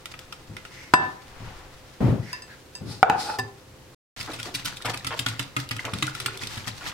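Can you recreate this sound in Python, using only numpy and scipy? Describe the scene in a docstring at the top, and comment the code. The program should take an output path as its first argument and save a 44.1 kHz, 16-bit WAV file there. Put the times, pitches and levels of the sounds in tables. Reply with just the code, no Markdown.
"""A wire whisk ticks slowly round a glass bowl of eggs and condensed milk, close to a hand-held camera.
A can knocks the bowl and rocks on the stone counter, a little further off; the whisk is laid on the rim.
After a short silence comes brisk whisking: the wires rattle over the glass in runs of tiny slips,
the bowl thuds on the counter, and the mixture sloshes and fizzes as its bubbles ring.
Handling rumble, a faint appliance hum and the short echo of the kitchen lie underneath."""
import sys
import numpy as np
from scipy import signal
from scipy.fft import rfft, irfft
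from scipy.io import wavfile

SR = 44100
rng = np.random.default_rng(int(sys.argv[2]) if len(sys.argv) > 2 else 0)


def digitize_waveform(pressure):
    """Quantize a signal to 16-bit integers and store it at the path in sys.argv[1].

    Rows of a 2-D input are taken as channels; values are limited to [-1, 1].
    """
    field = np.atleast_2d(pressure).T
    bounded = np.clip(field, -1, 1)
    quanta = np.round(bounded * 32767).astype(np.int16)
    wavfile.write(sys.argv[1], SR, quanta)


N = 305613

# Modes of the glass bowl, lowest first. Each row: pitch in Hz, relative level in dB, t60 in seconds.
GLASS_MODES = [(394.3, -16.5, 0.3), (781, 0.5, 0.25), (1007, 1.5, 0.23), (1760, 1.5, 0.27),
               (2680, -11.5, 0.2), (3720, -27, 0.37), (4890, -12.5, 0.065), (5000, -27.5, 0.19),
               (6330, -24.5, .11), (7980, -22, 0.12), (9650, -32.5, .14), (11200, -36, .08)]
# How alike the two microphones hear the scene. 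Each row: frequency in Hz, coherence from 0 to 1.
MIC_COHERENCE = [(130, 0.94), (500, 0.59), (1300, 0.47), (3000, 0.099), (12000, 0.03)]
RAP_S = 0.0049  # a plain rap of wire on glass; a longer contact is a drag


def amp(db):
    """Decibels to gain."""
    return 10 ** (np.asarray(db) / 20)


def unit(x):
    """Scales to rms 1."""
    return x / np.sqrt(np.mean(x ** 2) + 1e-20)


def sized(x, db):
    """Gives a sound the energy of 20 ms at this level."""
    return amp(db) * unit(x) * np.sqrt(.02 * SR / x.shape[-1])


def clock(size):
    """Times in seconds of so many samples."""
    return np.arange(size) / SR


def read(points, hz):
    """Reads a table on a log-frequency axis."""
    knots_hz, values = np.transpose(points)
    return np.interp(np.log(hz + 1), np.log(knots_hz + 1), values)


def follow(rows, column=1):
    """Gain over the whole scene from rows of seconds and dB."""
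    rows = np.array(rows)
    return amp(np.interp(clock(N), rows[:, 0], rows[:, column]))


def smooth(x, seconds):
    """One-pole average with this time constant."""
    keep = np.exp(-1 / (seconds * SR))
    return signal.lfilter([1 - keep], [1, -keep], x)


def add(mix, start, sound):
    """Mixes a sound in at a start in seconds."""
    part = mix[:, max(round(start * SR), 0):][:, :sound.shape[-1]]
    part += sound[..., :part.shape[1]]


def noise(spectrum, size):
    """Noise shaped by rows of Hz and dB, alike at the two microphones in the bass."""
    hz = np.fft.rfftfreq(size, 1 / SR)
    left, other = rfft(rng.standard_normal((2, size)))
    coherence = read(MIC_COHERENCE, hz)
    right = coherence * left + np.sqrt(1 - coherence ** 2) * other
    return unit(irfft(np.array([left, right]) * amp(read(spectrum, hz)), size))


def colour(x, spectrum):
    """Minimum-phase filter shaped by rows of Hz and dB."""
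    log_gain = np.log(amp(read(spectrum, abs(np.fft.fftfreq(2048, 1 / SR)))))
    taps = np.fft.ifft(np.exp(np.conj(signal.hilbert(log_gain)))).real[:1024]
    return signal.fftconvolve(x, taps[None], axes=1)[:, :x.shape[1]]


def ring(modes, size, pitch=1, scatter_db=0):
    """Dying modes; the higher ones reach the two microphones out of step."""
    hz, db, t60 = np.transpose(modes)[:, :, None]
    height, lag = rng.standard_normal((2, 2, len(modes), 1))
    phase = lag * np.sqrt(-np.log(read(MIC_COHERENCE, hz)))
    t = clock(size)
    fade = amp(db + scatter_db * height - 60 * t / t60)
    return (fade * np.sin(2 * np.pi * hz * pitch * t + phase)).sum(1)


def room_tone():
    """Still kitchen air and the faint hum of an appliance, drifting slowly in phase."""
    # The air. Each row: frequency in Hz, relative level in dB.
    air_spectrum = [(25, -18), (70, 3), (130, 1), (200, -7), (330, -2.5), (700, -10.5), (2000, -15.5),
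                    (6000, -20.5), (15000, -29.5)]
    # The hum. Each row: pitch in Hz, level in dB.
    hum_tones = [(129.2, -62), (518, -62)]
    t, hum = clock(N), np.zeros(N)
    for hz, db in hum_tones:
        drift = 0.49 * rng.standard_normal() * np.sin(t)
        hum += amp(db) * unit(np.sin(2 * np.pi * hz * t + drift))
    return amp(-50) * noise(air_spectrum, N) + hum


def thump(hz, length, decay, size):
    """A soft push rings the counter and the camera body in a low band."""
    t = clock(size)
    band = [(hz / 5, -38), (hz / 2, -19), (hz * 0.79, 0), (hz, -6),
            (hz * 1.38, -9), (hz * 5, -28), (hz * 80, -66)]
    envelope = (1 - np.exp(-t / 0.0022)) * np.exp(-np.maximum(t - length, 0) / decay)
    return noise(band, size) * envelope


def rumble_and_thumps():
    """The camera sways in the hand with a rumble and a soft rustle; dull low thumps sound over it."""
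    # The sway. Each row: time in seconds, level of rumble and rustle in dB.
    sway = [(0, -57), (1.1, -61.5), (1.47, -44), (1.8, -56.5), (3.5, -73.5), (4.2, -57.5)]
    # The rustle. Each row: frequency in Hz, relative level in dB.
    rustle_spectrum = [(200, -14.5), (800, 3.5), (2000, -2), (6000, -15), (16000, -37)]
    # Dull low thumps from camera handling, the can's knock and the bowl bouncing on the counter.
    # Each row: start in seconds, time before the decay in seconds, level in dB.
    thumps = [(0.492, 0.03, -34.5), (0.94, 0.0074, -27.5), (1.401, 0.069, -33), (2.004, 0.1, -9.5),
              (2.807, 0.091, -27.5), (5.928, 0.014, -26)]
    rumble = noise([(10, -11.0), (30, -7.5), (100, -18.5), (400, -69)], N)
    out = follow(sway) * (rumble + noise(rustle_spectrum, N))
    for start, length, db in thumps:
        add(out, start, sized(thump(hz=136.5, length=length, decay=0.059, size=14000), db))
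    return out


def scrape(body, length, slips_per_s, bite=1):
    """A contact is a first bite and a run of tiny slips, each of which sounds the body."""
    t = clock(size=2560)
    chance, force = rng.random(len(t)), rng.standard_normal(len(t))
    pressure = np.sin(np.pi * np.minimum(t / length, 1))
    slips = force * (chance < slips_per_s / SR) * pressure
    slips[0] = bite
    return signal.fftconvolve(body, slips[None], axes=1)


def wire_contact(length, rattle_db, clack_db):
    """One wire on the wet glass: the loops rattle and the damped bowl clacks."""
    # Modes of the wire loops. Each row: pitch in Hz, relative level in dB, t60 in seconds.
    wire_modes = [(1280, 4.5, 0.03), (1400, 0.5, 0.041), (1980, -14.5, 0.11), (2680, 1.5, 0.01),
                  (3030, 0, 0.011), (3730, 0, 0.025), (5147, 7.5, 0.014), (5990, 2.5, 0.025)]
    # The bright rattle and the duller clack. 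Each row: frequency in Hz, relative gain in dB.
    rattle_spectrum = [(1500, -40.5), (2500, -16.5), (3400, 4), (6800, -7), (8200, -2.5), (12000, -11),
                       (16000, -18.5)]
    clack_spectrum = [(150, -22), (800, -11.5), (1250, -3), (1600, -2.5), (2200, 5), (3300, 0), (6000, -68)]
    t = clock(size=2560)
    snap = np.exp(-t / 0.0015) + 0.22 * np.exp(-t / 0.014)
    tick = noise([(100, 0.014), (16000, 0.0042)], len(t)) * snap
    loops = ring(wire_modes, len(t), pitch=1 + 0.026 * rng.standard_normal(), scatter_db=4.5)
    contact = scrape(sized(tick, 0) + sized(loops, -6), length, slips_per_s=3000,
                     bite=3.15 * RAP_S / length)
    rattle = sized(colour(contact, rattle_spectrum), rattle_db)
    clack = sized(colour(contact, clack_spectrum), clack_db)
    return rattle + clack


def bowl_bounce(db, size=12000):
    """The bowl thuds on the counter, at a new pitch each time, and its lowest mode rings on faintly."""
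    # Modes of the bowl on the stone. Each row: pitch in Hz, relative level in dB, t60 in seconds.
    bounce_modes = [(116, 1.5, 0.22), (264.3, -4.5, 0.19)]
    detune, height = rng.standard_normal(2)
    onset = 1 - np.exp(-clock(size) / 0.00037)
    rock = onset * ring(bounce_modes, size, pitch=2 ** (0.13 * detune))
    deep = onset * ring(GLASS_MODES[:1], size, pitch=1 - 0.013 * abs(detune))
    thud = thump(hz=134, length=0.0066, decay=0.038, size=size)
    return sized(rock, db) + sized(thud, db - 7.5) + sized(deep, db - 21.5 - 0.5 * height)


def whisk(rattle_trim_db=-15, clack_trim_db=-2.5):
    """Each stroke lands the loops on the glass and bounces the bowl; light flicks fall between."""
    # The strokes. Each row: time in seconds, relative levels of rattle and of clack in dB.
    strokes = [(0.0569, -25.5, -38), (0.1393, -40, -39), (0.191, -30.5, -45), (0.3248, -27.5, -37.5),
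               (0.5666, -30, -36), (0.651, -34.5, -40), (4.2035, -23.5, -37.5), (4.333, -28, -40),
               (4.3922, -28, -37), (4.5457, -17, -35), (4.6512, -18, -34), (4.7635, -28.5, -56),
               (4.8541, -22, -29.5), (4.9383, -26, -33), (5.0468, -25, -34), (5.0681, -17.5, -29.5),
               (5.1922, -14, -29), (5.2629, -15, -24), (5.3945, -17, -28.5), (5.5657, -19.5, -23.5),
               (5.7105, -20.5, -28.5), (5.7657, -27.5, -39), (5.8519, -23.5, -33), (5.9359, -21, -32),
               (6.0245, -13.5, -23), (6.15, -25, -35), (6.201, -20.5, -36), (6.2604, -13.5, -26),
               (6.4319, -26.5, -36), (6.5729, -28.5, -38.5), (6.6717, -29.5, -41)]
    # The wires drag when the whisk lies flat and rebound when it is beaten.
    # Each row: time in seconds, contact length in seconds.
    drag = [(0.3, 0.005), (0.57, 0.0036), (4.2, .02), (4.9, 0.017), (5.05, 0.0075), (5.57, .006),
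            (6.26, 0.0056), (6.43, 0.014)]
    # The whisk presses the bowl down. Each row: time in seconds, bounce against clack in dB.
    press = [(0.7, -25), (4.2, -2.5), (5.3, -4.5), (5.95, -2), (6.26, -9), (6.5, 5.5)]
    # A single loop flicks the glass. Each row: start in seconds, relative level in dB.
    flicks = [(4.229, -27), (4.43, -22), (4.8225, -27.5), (4.974, -23.5), (5.286, -19.5), (5.428, -30),
              (5.601, -24), (5.6898, -26.5), (5.9862, -25.5), (6.068, -21.5), (6.374, -26), (6.4715, -21)]
    out = np.zeros((2, N))
    for time, rattle_db, clack_db in strokes:
        length = np.interp(time, *np.transpose(drag))
        press_db = np.interp(time, *np.transpose(press))
        drag_db = 2 * np.log2(length / RAP_S)  # a longer contact carries more energy
        rattle_db += rattle_trim_db + drag_db
        clack_db += clack_trim_db + .5 * drag_db
        start = time - .3 * (length - RAP_S)  # and begins a little early
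        add(out, start, wire_contact(length, rattle_db, clack_db))
        add(out, start, bowl_bounce(clack_db + press_db))
    for start, db in flicks:
        add(out, start, amp(rattle_trim_db) * wire_contact(length=0.003, rattle_db=db, clack_db=db - 9))
    return out


def froth(beating, grains_per_s=2500, splash_db=-14, surge_db=5.0):
    """Tiny bubbles crackle in surges as the mixture churns, and in the wake of each stroke and slosh."""
    # The churning. Each row: time in seconds, fizz level in dB about which it surges.
    churn = [(0.35, -64), (1.0, -56), (3.9, -66.5), (4.17, -45), (4.8, -56.5), (5.5, -63), (6.92, -43)]
    # The fizz. Each row: frequency in Hz, relative gain in dB.
    fizz_spectrum = [(150, 7), (400, -17), (800, 0), (1400, 0), (4500, 0), (8000, -8.5), (16000, -22.5)]
    bursts = rng.random((2, N)) < grains_per_s / SR
    strength = amp(3.2 * np.minimum(rng.exponential(1, (2, N)), 4))
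    grains = bursts * strength * rng.choice([-1, 1], (2, N))
    fizz = unit(colour(grains + 0.12 * grains[::-1], fizz_spectrum))  # some spill between microphones
    wake = np.sqrt(smooth((beating ** 2).mean(0) + 1e-14, seconds=0.028))
    knots = np.arange(0, N / SR, .02)
    surge = amp(surge_db * np.interp(clock(N), knots, rng.standard_normal(len(knots))))
    return (follow(churn) + amp(splash_db) * wake) * surge * fizz


def squeaks():
    """Light rubbing squeaks softly, swelling and fading, while can and whisk are moved about."""
    # The rubs. Each row: start in seconds, length in seconds, level in dB, factor on the pitch.
    rubs = [(0.675, 0.26, -38, 1), (2.201, 0.23, -36.5, 0.94), (2.47, 0.097, -42.5, 0.79)]
    # Their squeak. Each row: frequency in Hz, relative level in dB.
    squeak_spectrum = [(1400, -19.5), (2120, -2.5), (2500, -11), (3800, -21.5), (5600, -15), (7500, -25.5),
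                       (16000, -38.5)]
    out = np.zeros((2, N))
    for start, length, db, pitch in rubs:
        swell = np.sqrt(np.hanning(int(length * SR)))
        squeak = noise([(hz * pitch, level) for hz, level in squeak_spectrum], size=16384)
        add(out, start, sized(squeak[:, :len(swell)] * swell, db))
    return out


def crack(size, decay):
    """The burst of noise in the first instant of a hard blow."""
    # The burst. Each row: frequency in Hz, relative level in dB.
    crack_spectrum = [(100, -18), (350, -9.5), (1300, 4), (2200, -11.5), (8000, -33.5), (16000, -51)]
    return noise(crack_spectrum, size) * np.exp(-clock(size) / decay)


def rim_clinks(size=14000, settle_s=3.388):
    """Can and whisk handle strike the rim; light steel wakes the higher modes of the glass."""
    # Metal on the rim. Each row: start in seconds, level in dB, treble tilt in dB,
    # contact length in seconds, time constant in seconds with which the resting steel mutes the glass.
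    clinks = [(0.9377, -5.5, 3.5, 0.00021, 0.4), (2.33, -31.5, 21.5, 0.0068, 0.034),
              (2.422, -42.5, 23, 0.0032, 0.06), (2.752, -37, 24.5, 0.0059, 0.028),
              (3.387, -27, 10.5, 0.0054, 0.016), (3.395, -31, 14, 0.006, 0.008)]
    out = np.zeros((2, N))
    for start, db, bright_db, length, mute_s in clinks:
        glass = sized(ring(GLASS_MODES, size), 0)
        impact = sized(crack(size, decay=0.005), 1.5 + 0.8 * db)  # a harder blow cracks more
        blow = (glass + impact) * np.exp(-clock(size) / mute_s)
        tilt = [(600, -.5 * bright_db), (1750, 0), (5000, bright_db)]
        add(out, start, sized(colour(scrape(blow, length, slips_per_s=600), tilt), db))
    # The weight of the whisk comes down, rocks the bowl and wakes its lowest mode.
    add(out, settle_s, bowl_bounce(db=-31.5) + sized(ring(GLASS_MODES[:1], size=12000), db=-30.5))
    return out


def can():
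    """The empty can knocks the bowl, lands and rocks on the stone, and hisses and rings as it slides."""
    # Modes of the tin. Each row: pitch in Hz, relative level in dB, t60 in seconds.
    tin_modes = [(755, 2.5, 0.066), (774, -1.5, 0.062), (1071, -16, 0.049), (1211, 2.5, 0.023),
                 (2310, -8.5, 0.035), (3550, -22.5, 0.034)]
    # The knocks. Each row: start in seconds, level of the ring in dB, factor on the pitch.
    knocks = [(0.9378, -19, 1.3), (3.029, -7.5, 1.01), (3.0986, -14.5, 1.112), (3.3, -32.5, 1.116)]
    # The slide. Each row: time in seconds, relative levels of hiss and of ringing tin in dB.
    slide = [(2.85, -54, -62), (2.921, -41, -46), (3.01, -58, -73), (3.155, -59, -32.5), (3.203, -33, -48),
             (3.29, -40.5, -29), (3.381, -47, -41.5)]
    out = np.zeros((2, N))
    for start, db, pitch in knocks:
        tin = sized(ring(tin_modes, 8192, pitch), db)
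        add(out, start, tin + sized(crack(8192, decay=0.0027), db - 5))
    start, end = slide[0][0], slide[-1][0]
    contact = np.interp(clock(N), [start, start + 0.018, end - .02, end], [0, 1, 1, 0])
    friction = rng.standard_normal((1, N))
    drone = unit(signal.fftconvolve(friction, ring(tin_modes, 4700, pitch=1.11), axes=1)[:, :N])
    drone *= amp(-1.5) * follow(slide, column=2)
    # Tin hissing over stone. Each row: frequency in Hz, relative level in dB.
    hiss_spectrum = [(3100, -8), (4200, -0.5), (5200, 0), (6400, -11), (9300, -10), (16000, -30)]
    hiss = amp(1.0) * follow(slide) * noise(hiss_spectrum, N)
    return out + contact * (hiss + drone)


def bubble(hz, decay, rise=0.048):
    """An air pocket rings, rising in pitch as it nears the surface."""
    t = clock(size=1024)
    turns = hz * np.cumsum(1 + rise * np.minimum(t / decay, 4)) / SR
    lag = rng.standard_normal((2, 1)) * hz / 3000
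    return np.sin(2 * np.pi * turns + lag) * (1 - np.exp(-3 * t / decay)) * np.exp(-t / decay)


def liquid(cloud_bubbles=90, blips_per_s=40, blip_decay_s=.0016, brisk_s=(4.17, 6.93)):
    """Brisk whisking sloshes up clouds of bubbles; large ones pop amid a few fainter ones and small ones blip
    at random."""
    # The wires tear through the mixture.
    # Each row: start in seconds, length in seconds, relative level in dB, middle bubble pitch in Hz.
    sloshes = [(4.274, 0.04, -29.5, 660), (4.454, 0.036, -33, 425), (4.844, 0.061, -23, 974),
               (5.106, 0.042, -25, 1266), (5.844, 0.055, -27.5, 1035), (6.806, 0.06, -35, 1050)]
    # Single air pockets burst. Each row: start in seconds, relative level in dB, pitch in Hz.
    pops = [(5.793, -33.5, 1990), (6.079, -33, 1394), (6.284, -36.5, 1350), (6.863, -37, 1810)]
    out = np.zeros((2, N))
    for start, length, db, hz in sloshes:
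        cloud = np.zeros((2, 8192))
        delays = length * rng.random(cloud_bubbles)
        for delay, detune, height in zip(delays, *rng.standard_normal((2, cloud_bubbles))):
            bubble_hz = hz * 2 ** np.clip(0.897 * detune, -2, 2)
            gain = amp(1.1 * height) * np.sqrt(bubble_hz / hz)
            add(cloud, delay, gain * bubble(bubble_hz, decay=2.2 / bubble_hz, rise=0.075))
        add(out, start, sized(cloud, db - 3.5))
    for start, db, hz in pops:
        add(out, start, sized(bubble(hz, decay=0.0026, rise=0.027), db + 0.5))
        for offset, detune in rng.uniform(-0.9, 1, (5, 2)):  # fainter bubbles break around it
            neighbour = bubble(hz * 2 ** (0.74 * detune), blip_decay_s)
            add(out, start + 0.0093 * offset, sized(neighbour, db - 12))
    blip_times = brisk_s[0] + np.cumsum(rng.exponential(1, size=200)) / blips_per_s
    for start in blip_times[blip_times < brisk_s[1]]:
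        detune, height = rng.standard_normal(2)
        blip = bubble(hz=2000 * 2 ** (.5 * detune), decay=blip_decay_s, rise=0.014)
        add(out, start, sized(blip, db=-51 + 2 * height))
    return out


def hollow_tone(start_s=6.14, length_s=.3, db=-34):
    """A low, wavering tone swells and fades at the deepest mode of the bowl."""
    out = np.zeros((2, N))
    swell = np.sqrt(np.hanning(int(length_s * SR)))
    tone = signal.fftconvolve(rng.standard_normal((1, SR)), ring(GLASS_MODES[:1], size=12000), axes=1)
    add(out, start_s, sized(tone[:, :len(swell)] * swell, db))
    return out


def kitchen_echo(x):
    """The room answers with a dense tail in which each band dies at its own speed."""
    # Decay of the kitchen. Each row: frequency in Hz, t60 in seconds.
    room_t60 = [(120, 0.5), (4000, 0.3552), (12000, 0.07)]
    # Strength of its echo. Each row: frequency in Hz, level in dB.
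    room_db = [(120, -6), (800, -3.5), (2500, -9), (12000, -8)]
    hz, t, bands = signal.stft(noise([(100, 0.0013), (16000, 0.033)], 24000), SR, nperseg=256)
    fade = amp(-60 * t / read(room_t60, hz)[:, None])
    fade *= amp(read(room_db, hz))[:, None] / np.sqrt((fade ** 2).mean(1, keepdims=True))
    tail = signal.istft(bands * fade, SR, nperseg=256)[1]
    tail *= (1 - np.exp(-clock(tail.shape[1]) / 0.00019)) / np.sqrt(tail.shape[1])
    return signal.fftconvolve(x, tail, axes=1)[:, :N]


def limiter(x, threshold_db=-4.5, attack_s=0.016, recover_db_per_s=171.5):
    """Ducks a moment after a loud knock and recovers while it rings."""
    fall = recover_db_per_s * clock(N)
    peak_db = 20 * np.log10(abs(x).max(0) + 1e-9)
    held_db = np.maximum.accumulate(peak_db + fall) - fall
    over_db = np.maximum(held_db - threshold_db, 0)
    return x * amp(-smooth(over_db, attack_s))


def scene():
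    """The kitchen from the camera: the bowl close and a little to the left, the can further off."""
    beating = whisk() + liquid()
    bowl = beating + froth(beating) + rim_clinks() + squeaks() + hollow_tone()
    low_cut = signal.butter(2, 70, "high", fs=SR, output="sos")  # the sounds of bowl and can are thinned below 70 Hz
    near, far = signal.sosfilt(low_cut, [bowl, can()])
    echo = kitchen_echo(near + amp(2) * far)  # more of the can's sound comes by way of the room
    counter_pan, rumble_pan = amp([[.4], [-.4]]), amp([[1.4], [-1.8]])
    return (near + far + echo) * counter_pan + rumble_and_thumps() * rumble_pan + room_tone()


def record(dry, silence_s=(3.947, 4.164), top_hz=16000):
    """The loudest knocks duck and softly overload, the sound drops out briefly, the top treble is cut."""
    t = clock(N)
    live = (t < silence_s[0]) | (t > silence_s[1])
    ducked = limiter(dry)
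    saturated = ducked / (1 + ducked ** 6) ** (1 / 6)
    low_pass = signal.firwin(511, top_hz, window=("kaiser", 9), fs=SR)
    return signal.oaconvolve(saturated * live, low_pass[None], "same")


dry = scene()
out = record(dry)
digitize_waveform(out)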